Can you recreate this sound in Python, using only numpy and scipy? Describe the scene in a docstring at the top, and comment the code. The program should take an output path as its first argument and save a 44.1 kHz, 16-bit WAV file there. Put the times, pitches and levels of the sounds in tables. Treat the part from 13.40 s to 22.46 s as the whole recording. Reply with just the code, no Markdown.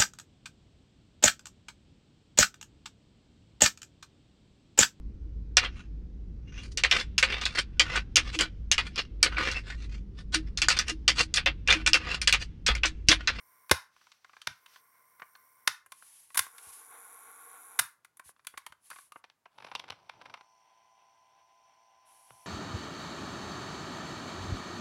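"""Working a portable cassette player

Close up, over a towel on a desk in a small room, keys latch and spring back and the player thuds softly.
Its motor ticks in play and whirrs in fast wind. Fingers tap and slide on the plastic, the lid is shut,
the player is laid down, and play is pressed again, so that the motor hums through the closed case."""
import sys
import numpy as np
from scipy import signal
from scipy.fft import rfft, irfft, next_fast_len
from scipy.io import wavfile
from scipy.ndimage import uniform_filter1d, map_coordinates

SR = 44100
rng = np.random.default_rng(int(sys.argv[2]) if len(sys.argv) > 2 else 0)


def wav_record(signal):
    """Record a signal, one row per channel, as 16-bit PCM in the file named by sys.argv[1]."""
    frames = np.transpose(np.atleast_2d(signal))
    bounded = np.clip(frames, -1, 1)
    # unit amplitude maps onto the largest positive 16-bit level
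    quanta = np.round(bounded * 32767).astype(np.int16)
    wavfile.write(sys.argv[1], SR, quanta)


N = 399546
TIME_S = np.arange(N) / SR

# Keys latching or springing back. Knock, edge and snap are parts of a hit, explained in impact().
# start_s, level_db, knock_db, edge_db, snap_db, fade_s
KEY_HITS = [(0.311, 6.5, -2, -0.5, -5.5, 0.0087), (0.315, 1, -7.5, -1, -7, 0.019),
            (1.07, -6, -18, 0, -12, 0.012), (2.273, 3, -19, 0, -6.5, 0.02),
            (2.971, -4, -30, -0.5, 7.5, 0.037), (2.99, -1.5, -22.5, -0.5, 3.5, .012),
            (4.389, -1.5, -19.5, -2.5, 2, 0.017), (4.392, -0.5, -32.5, -3, 3, 0.022)]
# The tone of a key hit, or how strong it is at each pitch: pitch_hz, level_db
KEY_TONE = [(300, -37), (600, -11), (1000, -1.5), (1500, -0.5), (2100, -2.5), (2900, -4), (3700, -3),
            (5400, -1.5), (7500, -17), (10400, -33), (17000, -79)]

def keys():
    """Springs slam the key mechanism against its stops."""
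    out = np.zeros(N)
    for start_s, level_db, knock_db, edge_db, snap_db, fade_s in KEY_HITS:
        hit = impact(KEY_TONE, knock_db, edge_db, snap_db, fade_s,
                     rise_s=0.0033, ring_db=7.5, chatter_db=2, panel_db=-8)
        add(out, start_s, amp(level_db) * in_room(hit, echo_db=-14.5))
    return out


# The notes at which the plastic shell and the steel levers ring: pitch_hz, width_hz, level_db
SHELL_NOTES = [(1060, 80, -1), (1180, 37, -3.5), (1500, 210, 2), (2116, 79, 1), (2380, 35, -4.5),
               (3540, 120, -4), (3730, 120, -2), (5490, 140, -5.5), (6050, 100, -7)]
LEVER_NOTES = [(9250, 83, -3.5), (9600, 30, -5.5), (11030, 56, 0), (10500, 93, 0), (11300, 110, -0.5),
               (10400, 110, 0), (12600, 100, -9)]
# The tones of the snapping levers and the knocking inner frame: pitch_hz, level_db
SNAP_TONE = [(4120, -38), (7000, -12), (7800, -13), (8900, -5.5), (10900, -6), (12600, -10.5),
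             (15600, -20.5), (16300, -23), (16500, -34)]
KNOCK_TONE = [(40, -29.5), (130, -2.5), (250, 1), (480, 4.5), (750, 4), (1300, -20), (4000, -71)]

def impact(tone, knock_db, edge_db, snap_db, fade_s, rise_s, ring_db, chatter_db, panel_db):
    """Parts collide and the shell rings. Frame knock, hard edge and lever snap are set against that."""
    t = np.arange(4096) / SR
    hz = np.fft.rfftfreq(len(t), 1 / SR)
    swell = amp(np.minimum(25 * (t / rise_s - 1), -60 * (t - rise_s) / fade_s))  # 60 dB down in fade_s
    chatter = amp(chatter_db * unit(uniform_filter1d(noise(len(t)), size=20)))
    force = swell * chatter * noise(len(t))
    # Each spot that is hit favours other notes of the shell and rings three small panels nearby.
    notes = [(pitch, width, db + rng.normal(0, 2.5)) for pitch, width, db in SHELL_NOTES]
    panel_hz, panel_width_hz = 2100, 170
    notes += [(panel_hz * np.exp(0.42 * shift), panel_width_hz, panel_db) for shift in noise(3)]
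    shell = amp(along(tone, hz)) * np.hypot(1, amp(ring_db) * abs(resonances(notes, hz)))
    hard = (hz / 2630) ** 5  # only hard contact rings the shell above 2630 Hz
    steel = amp(along(SNAP_TONE, hz)) * np.hypot(1, amp(3) * abs(resonances(LEVER_NOTES, hz)))
    # The heavy frame also feels one firm push.
    push = force / np.linalg.norm(force) + 0.37 * (np.arange(len(t)) == round(rise_s * SR))
    knock = struck(push, amp(along(KNOCK_TONE, hz)))
    ring = struck(force, shell / np.hypot(1, hard))
    edge = struck(force, shell * hard / np.hypot(1, hard))
    snap = struck(force, steel)
    return amp(knock_db) * knock + ring + amp(edge_db) * edge + amp(snap_db) * snap


# The tone of the closed case: pitch_hz, level_db
CLOSED_TONE = [(290, -52), (500, -10.5), (903, 1), (1850, -11), (2420, -8), (3090, -10), (3510, -11.5),
               (3940, -13), (5990, -18.5), (6420, -32.5), (8000, -35), (10400, -49), (17600, -120)]

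def clack(knock_db, edge_db):
    """One hit on the closed case sounds duller, because the lid muffles the levers."""
    hit = impact(CLOSED_TONE, knock_db, edge_db, snap_db=edge_db - 23.5,
                 fade_s=0.023, rise_s=0.00295, ring_db=1.5, chatter_db=10.0, panel_db=3)
    return in_room(hit, echo_db=-16)


# Bumps on the closed case: start_s, level_db, knock_db, edge_db
CASE_CLACKS = [(5.839, -26, -14, -5), (5.897, -38, -27.5, 3.5), (6.055, -26, -16, -14.5),
               (6.244, -23, -4, -3), (6.314, -16.5, -14, -11), (6.349, -10.5, -16, 1.5),
               (6.393, -22, -9.5, 6), (6.499, -17.5, -9.5, 3.5), (6.692, -17, -31.5, -6),
               (6.938, -17, -24, -5), (8.903, -28, -7, -12.5)]
# Creaks of the closed case: start_s, length_s, gap_s, level_db
CASE_CREAKS = [(6.18, .11, .02, -26), (6.32, .015, 0.009, -32.5), (6.438, .095, 0.041, -24),
               (6.811, .12, 0.041, -23), (6.972, .06, .042, -31.5)]

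def closed_case():
    """The closed case clacks as it is laid down, and creaks in the hand's grip."""
    out = np.zeros(N)
    for start_s, level_db, knock_db, edge_db in CASE_CLACKS:
        add(out, start_s, amp(level_db) * clack(knock_db, edge_db))
    for start_s, level_db in slips(CASE_CREAKS):
        add(out, start_s, amp(level_db) * clack(knock_db=-13, edge_db=-7))
    return out


# The tone of a light tap: pitch_hz, level_db
TAP_TONE = [(350, -45.5), (600, -12.5), (1090, 5), (1870, -5.5), (2180, -8), (3250, -10.5), (3710, -13.5),
            (4650, -9.5), (5070, -19), (5530, -15.5), (8000, -23), (10400, -49), (17600, -120)]

def tap(edge_db, snap_db):
    """One light touch on the open player. The softer the contact, the more it knocks the frame."""
    knock_db = -24.5 - 0.55 * edge_db
    hit = impact(TAP_TONE, knock_db, edge_db, snap_db,
                 fade_s=0.025, rise_s=0.0022, ring_db=6.5, chatter_db=4.5, panel_db=4)
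    return in_room(hit, echo_db=-15)


# Fingers tapping the open player: start_s, level_db, edge_db, snap_db
FINGER_TAPS = [(0.294, -18, -0.5, -9.5), (0.667, -33.5, -7, -21), (0.716, -36, 6, -17),
               (0.844, -27, -7, -33.5), (1.015, -31, 9, -6), (1.259, -31, 2, -9.5),
               (1.358, -27.5, -4.5, -26), (1.795, -26, -12, -28), (1.818, -16, -15.5, -38),
               (1.951, -28.5, -4, -25), (2.46, -32.5, -13.5, -1.5), (2.519, -21.5, -2.5, -2.5),
               (2.622, -28.5, -11, -10), (2.902, -32, -7, -15), (2.944, -20.5, -.5, 4.5),
               (2.954, -15.5, -9.5, 0), (3.064, -24, -15, -8), (3.18, -31.5, 4.5, 4.5),
               (4.646, -30, -4, -3), (4.769, -43, -3, 12.5), (4.794, -21.5, -12, -8.5),
               (4.89, -31, -30.5, -5), (5.046, -37, -4, -3), (5.068, -21.5, 5.5, 7),
               (5.138, -27.5, -28, -25), (5.173, -20.5, 1, -9), (5.176, -17.5, -7, -5),
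               (5.263, -19, -2.5, -4), (5.321, -25.5, -8, -16), (5.501, -24.5, -3, 1), (5.51, -18, -9, -27),
               (5.719, -23, -8.5, -10), (5.757, -21, -27, -33)]
# Creaks of the open frame: start_s, length_s, gap_s, level_db
FRAME_CREAKS = [(0.562, .06, .045, -39.5), (0.893, .08, .034, -29.5), (4.962, .04, .033, -39),
                (5.528, .07, 0.031, -24)]

def finger_taps():
    """The loose keys and the lid tick under the fingers, and the open frame creaks softly."""
    out = np.zeros(N)
    for start_s, level_db, edge_db, snap_db in FINGER_TAPS:
        add(out, start_s, amp(level_db) * tap(edge_db, snap_db))
    for start_s, level_db in slips(FRAME_CREAKS):
        add(out, start_s, amp(level_db) * tap(edge_db=-9, snap_db=-36))
    return out


def slips(creaks):
    """Strained plastic sticks and slips unevenly. Gives start_s and level_db for each slip."""
    for start_s, length_s, gap_s, level_db in creaks:
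        count = int(length_s / gap_s) + 1
        late, loud = noise((count, 2)).T
        gaps = gap_s * np.exp(0.13 * late)
        yield from zip(start_s + np.cumsum(gaps) - gaps, level_db + 2.5 * loud)


# The whole player bouncing: start_s, swing_db, desk_db
BOUNCES = [(0.3154, -21, -31.5), (1.076, -45, -35), (2.274, -59.5, -48.5), (2.992, -49, -45),
           (3.27, -56, -60), (4.4, -55, -36.5), (4.86, -58.5, -66), (5.14, -65, -63), (5.3, -62, -63.5),
           (6.318, -61, -46), (6.507, -52, -42), (8.906, -61, -47)]
# The tone of the desk's rumble: pitch_hz, level_db
DESK_TONE = [(25, -31.5), (60, -8), (120, 5.5), (200, -14.5), (350, -22.5), (800, -73)]

def thuds():
    """The player's weight swings a few times on the towel, and the desk rumbles after it."""
    out = np.zeros(N)
    t = np.arange(SR // 2) / SR
    swing_hz, swing_fade_s, desk_fade_s = 77, 0.085, 0.1
    for start_s, swing_db, desk_db in BOUNCES:
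        swing = np.cos(2 * np.pi * swing_hz * t) * amp(-60 * t / swing_fade_s) * (1 - np.exp(-t / 0.001))
        desk = with_tone(noise(len(t)), DESK_TONE) * amp(-60 * t / desk_fade_s) * (1 - np.exp(-t / 0.034))
        add(out, start_s, amp(swing_db) * swing + amp(desk_db) * desk)
    return out


# When fast wind runs: on_s, off_s
WIND_TIMES = [(2.98, 4.39)]
# Motor speed, given as the pulsing of its pull (three pulses a turn): time_s, pulse_hz
WIND_SPEED = [(3, 92.8), (3.4, 96.4), (4.4, 97.1)]
# The tone of the belt and gears in fast wind: pitch_hz, level_db
WIND_TONE = [(150, -48), (250, -19.5), (373, -18), (474, -5.5), (544, -22.5), (772, -5.5), (1010, -6.5),
             (1100, 5.5), (1260, -12), (1390, -0.5), (1830, -14.5), (2240, -10.5), (2880, -27),
             (3700, -19.5), (5000, -40.5), (6500, -74), (11000, -120)]
# Metal rung by the brushes, the motor's sliding contacts: pitch_hz, width_hz, level_db
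WIND_NOTES = [(5900, 310, -17), (6940, 410, -12), (9900, 1400, -5.5), (10960, 530, 0.5), (11700, 460, -5),
              (13300, 860, -14.5), (14690, 711, -17.5)]

def fast_wind():
    """The motor and gears whirr as they wind the tape."""
    whirr = mechanism(WIND_SPEED, WIND_TONE, WIND_NOTES, brush_db=2.5, tick_db=-11.5, sharpness=2.9)
    return amp(-57.5) * whirr * switched(WIND_TIMES)


# When the tape plays with the lid open: on_s, off_s
OPEN_TIMES = [(-1, 0.31), (1.07, 2.27)]
# Motor speed with the lid open: time_s, pulse_hz
OPEN_SPEED = [(0, 114.2), (2.3, 115.7)]
# The tone of the uncovered belt and gears: pitch_hz, level_db
OPEN_GEAR_TONE = [(120, -35.5), (200, -22.5), (400, -22), (465, -13.5), (550, -16.5), (900, -11),
                  (1040, -0.5), (1150, -0.5), (1270, -16), (1400, -4), (1820, -14), (2140, -3.5),
                  (2600, -27), (5000, -28), (16000, -28)]
# Metal rung by the brushes: pitch_hz, width_hz, level_db
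OPEN_NOTES = [(5650, 300, -6.5), (7240, 300, -15), (8650, 180, -0.5), (11250, 210, 3.5), (12700, 580, -1),
              (15400, 320, 0)]

def play_open():
    """With the lid open, the motor ticks sharply over a thin hum."""
    sound = mechanism(OPEN_SPEED, OPEN_GEAR_TONE, OPEN_NOTES, brush_db=1.5, tick_db=-2.5, sharpness=6)
    sound += amp(-3) * hum(OPEN_SPEED, overtones=[(4, -18.5), (9, 1.5)], flutter=0.0013)
    return amp(-69.5) * sound * switched(OPEN_TIMES)


# When the tape plays with the lid shut: on_s, off_s
SHUT_TIMES = [(6.49, 10)]
# Motor speed with the lid shut: time_s, pulse_hz
SHUT_SPEED = [(6.5, 111.8), (6.9, 112.5), (9.06, 113.2)]
# The tone of the belt and gears through the case: pitch_hz, level_db
SHUT_GEAR_TONE = [(180, -43), (300, -25), (528, -23), (668, -8), (734, -13.5), (788, -3), (845, -11.5),
                  (1010, -5.5), (1250, -23), (1580, -17), (1770, -23.5), (2020, -18.5), (3160, -18),
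                  (4000, -27.5), (5000, -37), (6500, -49), (11000, -120)]
# Metal rung by the brushes: pitch_hz, width_hz, level_db
SHUT_NOTES = [(4400, 140, -13.5), (5544, 300, -2.5), (5680, 400, -4), (5990, 71, -2.5), (7100, 77, -19),
              (8770, 180, -18)]
# The pure tones in the hum: multiple_of_pulse_rate, level_db
SHUT_OVERTONES = [(1, -39), (6, -9.5), (7, -5.5), (8, -6), (9, 2), (10, -26), (18, -18.5), (21, -21)]

def play_shut():
    """Through the closed case, the ticks are softer and the hum stands out."""
    sound = mechanism(SHUT_SPEED, SHUT_GEAR_TONE, SHUT_NOTES, brush_db=-5.0, tick_db=-2, sharpness=1.8)
    sound += amp(4.5) * hum(SHUT_SPEED, SHUT_OVERTONES, flutter=0.0019)
    return amp(-71.5) * sound * switched(SHUT_TIMES)


# The player tipping towards the microphone at the end, which makes the motor louder: time_s, gain_db
TIPPING = [(8.4, -0.5), (8.85, 0.8), (9.06, 4)]

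def motor():
    """The motor ticks in open play, whirrs in fast wind and hums through the shut case."""
    return (play_open() + fast_wind() + play_shut()) * amp(curve(TIPPING))


def mechanism(speed, gear_tone, metal_notes, brush_db, tick_db, sharpness):
    """The brushes tick six times a turn and ring the metal, while the belt and gears rustle."""
    tick_count = 2 * np.cumsum(curve(speed) * (1 + 0.0068 * wobble(12.0))) / SR
    strengths_db = np.array([1.5, -1, 0.5, 1, -1.5, -0.5])
    contact = 0.28 + np.exp(-sharpness * (tick_count % 1))  # the brushes keep rubbing between ticks
    ticks = unit(contact * amp(strengths_db[tick_count.astype(int) % 6]))
    brushes = unit(filtered(ticks * noise(), lambda hz: resonances(metal_notes, hz)))
    gears = with_tone((1 + amp(tick_db) * ticks) * noise(), gear_tone)
    return gears * amp(1.6 * wobble(20)) + amp(brush_db) * brushes * amp(0.61 * wobble(5.4))


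def hum(speed, overtones, flutter):
    """The motor's pulsing pull makes pure tones, whose pitch flutters with the belt."""
    phase = 2 * np.pi * np.cumsum(curve(speed) * (1 + flutter * wobble(15))) / SR
    return unit(sum(amp(db + 0.61 * wobble(4.3)) * np.sin(multiple * phase) for multiple, db in overtones))


# A fingertip sliding, the thumb bracing the open frame, and the hand shifting the closed case:
# middle_s, length_s, level_db
FINGER_SLIDES = [(2.73, 0.58, -58), (3.0, 0.23, -58.5), (3.31, 0.43, -53.5), (4.88, 0.1, -54.5),
                 (5.1, 0.94, -85), (5.56, 0.34, -57), (5.77, 0.099, -70.5), (6.28, 0.43, -80)]
THUMB_RUBS = [(0.65, 0.29, -69.5), (1.0, 0.56, -71.5), (1.34, 0.15, -64)]
GRIP_SHIFTS = [(6.39, 0.6, -65), (6.81, 0.37, -66), (9.0, 0.47, -82)]
# The tones of rubbing on the shell, the frame and the towel: pitch_hz, level_db
SKIN_TONE = [(530, -28.5), (900, -7), (1040, -11), (1150, -0.5), (1230, -39), (1340, -13), (1620, -9.5),
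             (2860, -8), (4310, -9.5), (4860, -8.5), (8450, -4), (10400, 6), (16000, -25)]
FRAME_TONE = [(300, -24), (1050, 0.5), (1800, 1.5), (3000, 0), (5200, 1), (6000, 3.5), (6600, -7),
              (12000, -11), (16000, -15)]
TOWEL_TONE = [(50, -17), (110, -3), (210, -6.5), (400, -9), (800, -4), (1500, -33), (5000, -76)]

def rubbing():
    """Skin hisses over the textured shell. The grip makes the case creak and drag on the towel."""
    skin = with_tone(noise(), SKIN_TONE) * amp(1.2 * wobble(60))
    thumb = with_tone(noise(), FRAME_TONE) * amp(0.93 * wobble(71.15))
    creak = with_tone(noise() * amp(3.6 * wobble(280)), CLOSED_TONE)
    drag = amp(-1.5) * with_tone(noise(), TOWEL_TONE) * amp(2.4 * wobble(22))
    return (skin * strokes(FINGER_SLIDES, sharpness=2.03)
            + thumb * strokes(THUMB_RUBS, sharpness=0.73)
            + (creak + drag) * strokes(GRIP_SHIFTS, sharpness=1.0))


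def strokes(rows, sharpness):
    """Each rub swells and fades in one arch, as the hand speeds up and slows down."""
    return sum(amp(db) * np.maximum(1 - (2 * (TIME_S - middle_s) / length_s) ** 2, 0) ** sharpness
               for middle_s, length_s, db in rows)


# When the soft hiss sounds: on_s, off_s
HISS_TIMES = [(8.65, 10)]
# The tone of the quiet room: pitch_hz, level_db
AIR_TONE = [(20, -29), (45, -13.5), (70, -3), (120, -3), (300, -8), (1000, -5), (3000, -16.5), (8000, -18),
            (16000, -23)]

def background():
    """Faint room noise runs throughout, and a soft hiss sets in near the end."""
    hiss = amp(-65) * with_tone(noise(), SKIN_TONE) * switched(HISS_TIMES, rise_s=0.02)
    return amp(-81) * with_tone(noise(), AIR_TONE) + hiss


# How long the room's echo takes to fall by 60 dB: pitch_hz, fade_s
ROOM_FADES = [(100, 0.06), (500, 0.083), (1100, 0.35), (3000, 0.22), (5500, 0.24), (10000, 0.23),
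              (16000, 0.26)]

def in_room(sound, echo_db):
    """A short sound arrives directly, then the walls answer with a fading echo."""
    wall_delay_s = 0.008
    hz, t, spectrum = signal.stft(noise(SR // 2), SR, nperseg=256)
    fade = amp(-60 * t / along(ROOM_FADES, hz)[:, None])
    tail = signal.istft(spectrum * fade, SR, nperseg=256)[1]
    path = np.pad(amp(echo_db) * tail / np.linalg.norm(tail), (1 + round(wall_delay_s * SR), 0))
    path[0] = 1  # the direct sound
    return signal.fftconvolve(sound, path)


def struck(force, body_gain):
    """A force rings a body. The force's own tone is evened out, and the result has energy 1."""
    drive = rfft(force)
    force_tone = np.sqrt(abs(uniform_filter1d(abs(drive) ** 2, size=30)) + 1e-20)
    log_response = irfft(np.log(np.maximum(body_gain, 1e-4) / force_tone))
    log_response[len(log_response) // 2:] = 0  # the body rings after the hit, never before
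    sound = irfft(drive * np.exp(rfft(2 * log_response)))
    return sound / np.linalg.norm(sound)


def resonances(notes, hz):
    """How an object with these ringing notes answers at each pitch. Narrow notes ring longer."""
    return sum((-1) ** k * amp(db) * 1j * hz * width / (pitch ** 2 - hz ** 2 + 1j * hz * width)
               for k, (pitch, width, db) in enumerate(notes))


def switched(rows, rise_s=0.19, fall_s=0.01):
    """A volume that rises after each switching on and dies away after each switching off."""
    return sum((1 - np.exp(-np.maximum(TIME_S - on_s, 0) / rise_s))
               * np.exp(-np.maximum(TIME_S - off_s, 0) / fall_s) for on_s, off_s in rows)


def with_tone(sound, tone):
    """Shape a sound with a tone table and bring its average strength to 1."""
    return unit(filtered(sound, lambda hz: amp(along(tone, hz))))


def filtered(sound, response):
    """Turn each pitch in a sound up or down by response(hz)."""
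    size = next_fast_len(len(sound) + 8192)
    return irfft(rfft(sound, size) * response(np.fft.rfftfreq(size, 1 / SR)), size)[:len(sound)]


def noise(shape=N):
    """Random numbers, which sound like an even hiss."""
    return rng.standard_normal(shape)


def wobble(rate_hz):
    """A smooth curve through rate_hz random values a second."""
    return map_coordinates(noise(int(N * rate_hz / SR) + 4), [TIME_S * rate_hz])


def along(rows, hz):
    """Read between the rows of a (pitch_hz, value) table, with octaves evenly spaced."""
    pitches, values = np.transpose(rows)
    return np.interp(np.log(hz + 1), np.log(pitches + 1), values)


def curve(rows):
    """Join (time_s, value) rows into one value per sample."""
    return np.interp(TIME_S, *np.transpose(rows))


def amp(db):
    """Turn decibels into a volume factor."""
    return 10 ** (np.asarray(db) / 20)


def unit(sound):
    """Scale a sound to an average strength (rms) of 1."""
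    return sound / np.sqrt(np.mean(sound ** 2) + 1e-20)


def add(track, start_s, sound):
    """Mix a sound into the track from start_s on."""
    part = track[max(round(start_s * SR), 0):][:len(sound)]
    part += sound[:len(part)]


def scene():
    """All the sounds meet at one close microphone."""
    return (keys() + thuds() + motor() + rubbing() + background() + finger_taps() + closed_case())[None]


def record(dry):
    """The small microphone loses the deep bass, and the very highest treble is cut off."""
    low_cut_hz, top_hz = 48, 16150
    thin = signal.sosfilt(signal.butter(2, low_cut_hz, "highpass", fs=SR, output="sos"), dry)
    return np.array([filtered(x, lambda hz: 1 / np.sqrt(1 + (hz / top_hz) ** 160)) for x in thin])


dry = scene()
out = record(dry)
wav_record(out)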